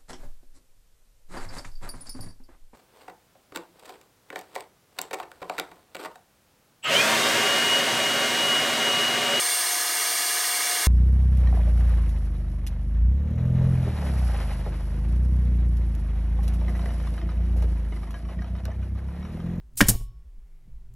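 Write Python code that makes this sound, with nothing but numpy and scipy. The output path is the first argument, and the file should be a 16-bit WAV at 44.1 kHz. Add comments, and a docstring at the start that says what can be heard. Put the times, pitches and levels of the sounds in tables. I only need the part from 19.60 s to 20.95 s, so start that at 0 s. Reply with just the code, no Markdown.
"""A tiny trigger tick, a rush of air, then the sharp crack of an air-driven staple gun firing once into a
wooden panel. The driver slams home, the exhaust blasts out and the piston jolts back. The workshop bench
thuds and shakes on; the small room answers over a faint hum and hiss.
Heard close, from one microphone fixed to the same bench."""
import sys
import numpy as np
from scipy import signal
from scipy.fft import rfft, irfft, next_fast_len
from scipy.io import wavfile
from scipy.ndimage import map_coordinates

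SR = 44100
rng = np.random.default_rng(int(sys.argv[2]) if len(sys.argv) > 2 else 0)


def master(y):
    """Save y as 16-bit WAV."""
    cut = np.clip(np.atleast_2d(y).T, -1, 1)
    pcm = np.round(cut * 32767)  # scale
    wavfile.write(sys.argv[1], SR, pcm.astype(np.int16))


N = 59535
T = np.arange(N) / SR


def driver():
    """The blade strikes and rattles: each contact cracks and rings the gun; the first rings on in steel."""
    # contacts, down and back up: t/s, ring level/dB, crack level/dB
    blows = [(0.2065, -16, -18.5), (0.2073, -18, -19), (.2102, -20, -14.5), (0.2129, -22, -19),
             (0.2133, -27.5, -26), (0.2207, -28.5, -26), (0.2249, -32.5, -30), (.2885, -35.5, -39),
             (.3005, -39, -40), (.3085, -40, -42.5)]
    # spectrum of the crack: f/Hz, level/dB
    crack_tone = [(290, -38), (500, -7), (831, -9.5), (1640, -7), (2600, -7.5), (4150, -10.5), (12000, -16),
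                  (15700, -23), (16000, -50.5)]
    # short-lived modes of the gun body: f/Hz, level/dB, t60/s
    body_modes = [(562.44, -6.5, 0.067), (988.5, -12, 0.066), (1241.3, -5.5, 0.033), (1470, -7, .05),
                  (1595, 7, .014), (1735, -4, .04), (1830, -5, 0.047), (2080, -10.5, 0.036),
                  (2940, -14.5, 0.016)]
    # long-ringing steel modes: f/Hz, level/dB, t60/s
    steel_modes = [(1109, -48, .75), (5372, -53, .65)]
    bursts = sum(amp(db) * decay(s, t60=0.022) for s, _, db in blows)
    crack = bursts * noise(lambda f: amp(along(crack_tone, f)))
    body = -sum(amp(db) * ring(s, body_modes, scatter_db=3.5) for s, db, _ in blows)
    return crack + body + ring(blows[0][0], steel_modes, scatter_db=2.0)


def air():
    """Each puff through the valve rises, holds and fades, hissing through the port resonances."""
    # puffs, inrush then exhaust: t/s, rise/s, hold/s, release t60/s, level/dB
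    puffs = [(0.167, .008, 0.029006, 0.14, -30), (0.26, .01, 0.013, 0.042, -37.5),
             (0.2833, .002, 0.01, 0.05, -15), (0.295, .002, .004, .05, -31), (.31, .01, .01, 0.61, -49.5)]
    # spectrum of the rushing air: f/Hz, level/dB
    air_tone = [(300, -52.5), (800, -27.5), (1510, -25), (2800, -16), (3480, -14), (4710, -11.5),
                (5260, -9.5), (8740, -5), (14100, -7.5), (15700, -13), (16000, -44.5)]
    # port resonances: f/Hz, width/Hz, level/dB
    ports = [(4150, 200, -2), (5402, 100, -4), (7290, 400, 2.5), (8758, 970, 0), (9716.6, 400, -3.5),
             (13566, 1300, -6.5)]
    flow = sum(amp(db) * np.clip((T - s) / rise, 0, 1) ** 2 * fade(s + rise + hold, t60)
               for s, rise, hold, t60, db in puffs)
    flow *= fade(0.44, t60=0.17)  # the last air stops
    port_gain = lambda f: 1 + amp(-3.5) * sum(amp(db) * np.abs(peak(f, hz, w)) for hz, w, db in ports)
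    return flow * noise(lambda f: amp(along(air_tone, f)) * port_gain(f))


def bench_thuds():
    """Soft pushes ring the low modes of panel and bench; loose wood rattles dully after each."""
    # jolts passed to the bench: t/s, level/dB, contact/s, signed weight, rattle level/dB
    jolts = [(0.2079, -23, 0.0020757, -0.8853, -39), (.213, -7.5, 0.0032, 0.76, -39),
             (0.2146, -6.5, 0.0014, -0.8, -42.5), (0.2174, -9, .002, 0.89, -43),
             (0.2259, -17, 0.0028, 0.83, -49), (0.255, -11, .008, 0.77, -37.5), (0.2844, -16, .004, 1, -32),
             (.2878, -14, 0.0038, -1, -34), (0.298, -15.5, .005, -1, -34.5),
             (.309, -12, 0.0043, 0.49, -40.5), (.337, -24, 0.0057, 0.28, -38),
             (0.349, -12, .008, 0.93, -44), (.396, -15.5, 0.009, 0.34, -54.5),
             (0.409, -17, 0.0084, -0.45, -53.5), (0.514, -59.5, 0.0033, 1, -74),
             (0.654, -55, 0.0041, 1, -71.5), (1.076, -45, 0.0048, -1.18, -69.5),
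             (1.088, -38, 0.0075, 0.95, -72)]
    # modes of panel and bench: f/Hz, level/dB, t60/s
    wood_modes = [(27.2, -22, .25), (43.958, -13.5, 0.12), (74.25, -7.5, .06), (113.96, -9, 0.19),
                  (206.4, 1, 0.049), (280.5, -2, 0.062), (376.7, -26, .4)]
    # spectrum of the loose wood: f/Hz, level/dB
    rattle_tone = [(100, -29.5), (250, -7), (420, -8.5), (700, -13.5), (1200, -22), (4000, -58)]
    pushes, bursts = np.zeros((2, N))
    for s, db, contact, weight, rattle_db in jolts:
        pulse = (T >= s) * (T < s + contact) * np.sin(np.pi * (T - s) / contact) ** 2
        pushes += weight * amp(db) * pulse / (contact * SR / 2)  # divided by the pulse's area
        bursts += amp(rattle_db) * decay(s, t60=0.074)
    rattle = bursts * noise(lambda f: amp(along(rattle_tone, f)))
    thuds = signal.fftconvolve(pushes, ring(0, wood_modes, scatter_db=1.44))[:N]
    return thuds + rattle


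def trigger():
    """Tiny metal ticks, just before the shot and again a second later."""
    # ticks: t/s, level/dB
    ticks = [(.137, -61), (0.157, -49.5), (0.1621, -54.5), (1.338, -57), (1.3406, -54)]
    # spectrum of a tick: f/Hz, level/dB
    tick_tone = [(2000, -28), (3500, -5), (5000, -9), (7500, 1.5), (11000, -0.5), (15000, -2)]
    bursts = sum(amp(db) * decay(s, t60=0.0055) for s, db in ticks)
    return bursts * noise(lambda f: amp(along(tick_tone, f)))


def bench_sway():
    """The hand keeps the bench swaying, rumbling and droning under the microphone."""
    # rumble bands: f/Hz, wander/Hz
    bands = [(22, 15), (47, 7), (112, 14), (150, 1), (222, 15)]
    # sway before the shot: t/s, then level/dB of each band
    before = [(0.0, -50, -48, -61, -82, -82), (0.026, -50, -55, -76, -69, -78),
              (0.044, -50.5, -53, -61.5, -85, -71.5), (0.09, -49.5, -57, -94, -65.5, -75.5),
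              (0.15, -48, -55, -52, -67, -65)]
    # sway after the shot: t/s, then level/dB of each band
    after = [(0.46, -42.5, -33.5, -57, -62, -70.5), (0.502, -41.5, -46.5, -48, -73, -82),
             (0.554, -48.5, -40, -61.5, -58, -92), (0.63, -50.5, -49, -80, -66, -86),
             (0.664, -41, -50.5, -90, -92, -72), (0.716, -47, -55.5, -71, -88, -109),
             (0.784, -38.5, -53.5, -65.5, -72.5, -63.5), (0.828, -45.5, -52, -69, -79, -95),
             (0.858, -51, -52, -91, -70, -84), (0.938, -42, -79, -75, -67.5, -88.5),
             (1.02, -49.5, -70, -69.5, -68, -87), (1.088, -47.5, -56.5, -53.5, -59.5, -70.5),
             (1.138, -38, -40.5, -70, -62.5, -83), (1.22, -43.5, -48.5, -74, -64.5, -74.5),
             (1.306, -42, -53, -49.5, -68, -72.5), (1.35, -66.5, -45.5, -53, -59.5, -64)]
    times, *levels = np.transpose(before + after)
    return sum(amp(np.interp(T, times, db)) * wavering(hz, wander, rate_hz=24)
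               for db, (hz, wander) in zip(levels, bands))


def room(x):
    """The small workshop answers 6 ms late; each frequency of the tail dies at its own speed."""
    # reverberation times: f/Hz, t60/s
    decay_times = [(200, 0.14), (700, .2), (1500, 0.19), (3000, 0.4), (6000, .25), (10000, 0.17),
                   (15000, .25)]
    hz, t, spectra = signal.stft(rng.standard_normal(SR // 2), SR, nperseg=256)
    spectra *= amp(-60 * t / along(decay_times, hz)[:, None])
    tail = signal.istft(spectra, SR, nperseg=256)[1]
    delayed = np.pad(x, (round(0.006 * SR), 0))
    return signal.fftconvolve(delayed, tail / np.linalg.norm(tail))[:N]


def slide():
    """The gun slides on the panel: one faint stroke of rubbing, with a thin whistle."""
    start_s, length_s = 0.63, 0.62557
    stroke = np.sin(np.pi * np.clip((T - start_s) / length_s, 0, 1))
    rub = amp(-83.5) * noise(lambda f: peak(f, hz=2175, width_hz=339.1))
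    whistle = amp(-93) * wavering(hz=11200, wander_hz=200, rate_hz=5.6)
    return stroke * (rub + whistle)


def hum():
    """A faint, slightly wavering hum in the room."""
    return amp(-81.5) * wavering(hz=384.1, wander_hz=3.3, rate_hz=3)


def hiss():
    """Steady room tone, strongest in the low range."""
    # spectrum of the room tone: f/Hz, level/dB
    room_tone = [(100, -27.5), (170, -1), (183, -12.5), (351, -10), (386, -7), (441, -14), (813, -16),
                 (3400, -25.5), (10900, -28.5), (16200, -32.5)]
    return amp(-72.5) * noise(lambda f: amp(along(room_tone, f)))


def amp(db):
    return 10 ** (np.asarray(db) / 20)


def along(points, hz):
    """Interpolate (f/Hz, value) points on a log frequency axis."""
    f, v = np.transpose(points)
    return np.interp(np.log(hz + 1), np.log(f + 1), v)


def filtered(x, response):
    """x shaped by a frequency response."""
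    size = next_fast_len(N + SR // 2)
    return irfft(rfft(x, size) * response(np.fft.rfftfreq(size, 1 / SR)), size)[..., :N]


def noise(response):
    """Coloured noise of rms 1."""
    x = filtered(rng.standard_normal(N), response)
    return x / np.sqrt(np.mean(x ** 2) + 1e-20)


def peak(f, hz, width_hz):
    """One resonance, gain 1 at its centre."""
    return 1j * f * width_hz / (hz * hz - f * f + 1j * f * width_hz)


def fade(s, t60):
    """Full level until time s, then falling 60 dB every t60 seconds."""
    return amp(-60 * np.clip(T - s, 0, None) / t60)


def decay(s, t60):
    """Silent until time s, then dying away from full level."""
    return (T >= s) * fade(s, t60)


def ring(s, modes, scatter_db):
    """Modes struck at time s, their levels scattered at random."""
    return sum(amp(db + scatter_db * rng.normal()) * decay(s, t60) * np.sin(2 * np.pi * hz * (T - s))
               for hz, db, t60 in modes)


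def wavering(hz, wander_hz, rate_hz):
    """A tone of rms 1 whose pitch wanders at random."""
    drift = map_coordinates(rng.standard_normal(int(N * rate_hz / SR) + 4), [T * rate_hz])
    cycles = np.cumsum(hz + wander_hz * drift) / SR
    return np.sqrt(2) * np.sin(2 * np.pi * (cycles + rng.random()))


def scene():
    """Gun and bench sit in the centre; a faint copy of the driver and of the hiss above 250 Hz differs slightly
    between the two channels."""
    gun = trigger() + air() + driver()
    mid = gun + amp(-16) * room(gun) + bench_thuds() + bench_sway() + slide() + hum() + hiss()
    side = amp(-31.5) * driver() + amp(-15.5) * filtered(hiss(), lambda hz: hz > 250)
    return np.array([mid + side, mid - side])


def record(dry):
    """The recorder clips the peaks softly and passes nothing above its band limit."""
    ceiling, top_hz = 0.66, 16300
    clipped = dry / (1 + np.abs(dry / ceiling) ** 6) ** (1 / 6)
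    return filtered(clipped, lambda hz: hz < top_hz)


dry = scene()
out = record(dry)
master(out)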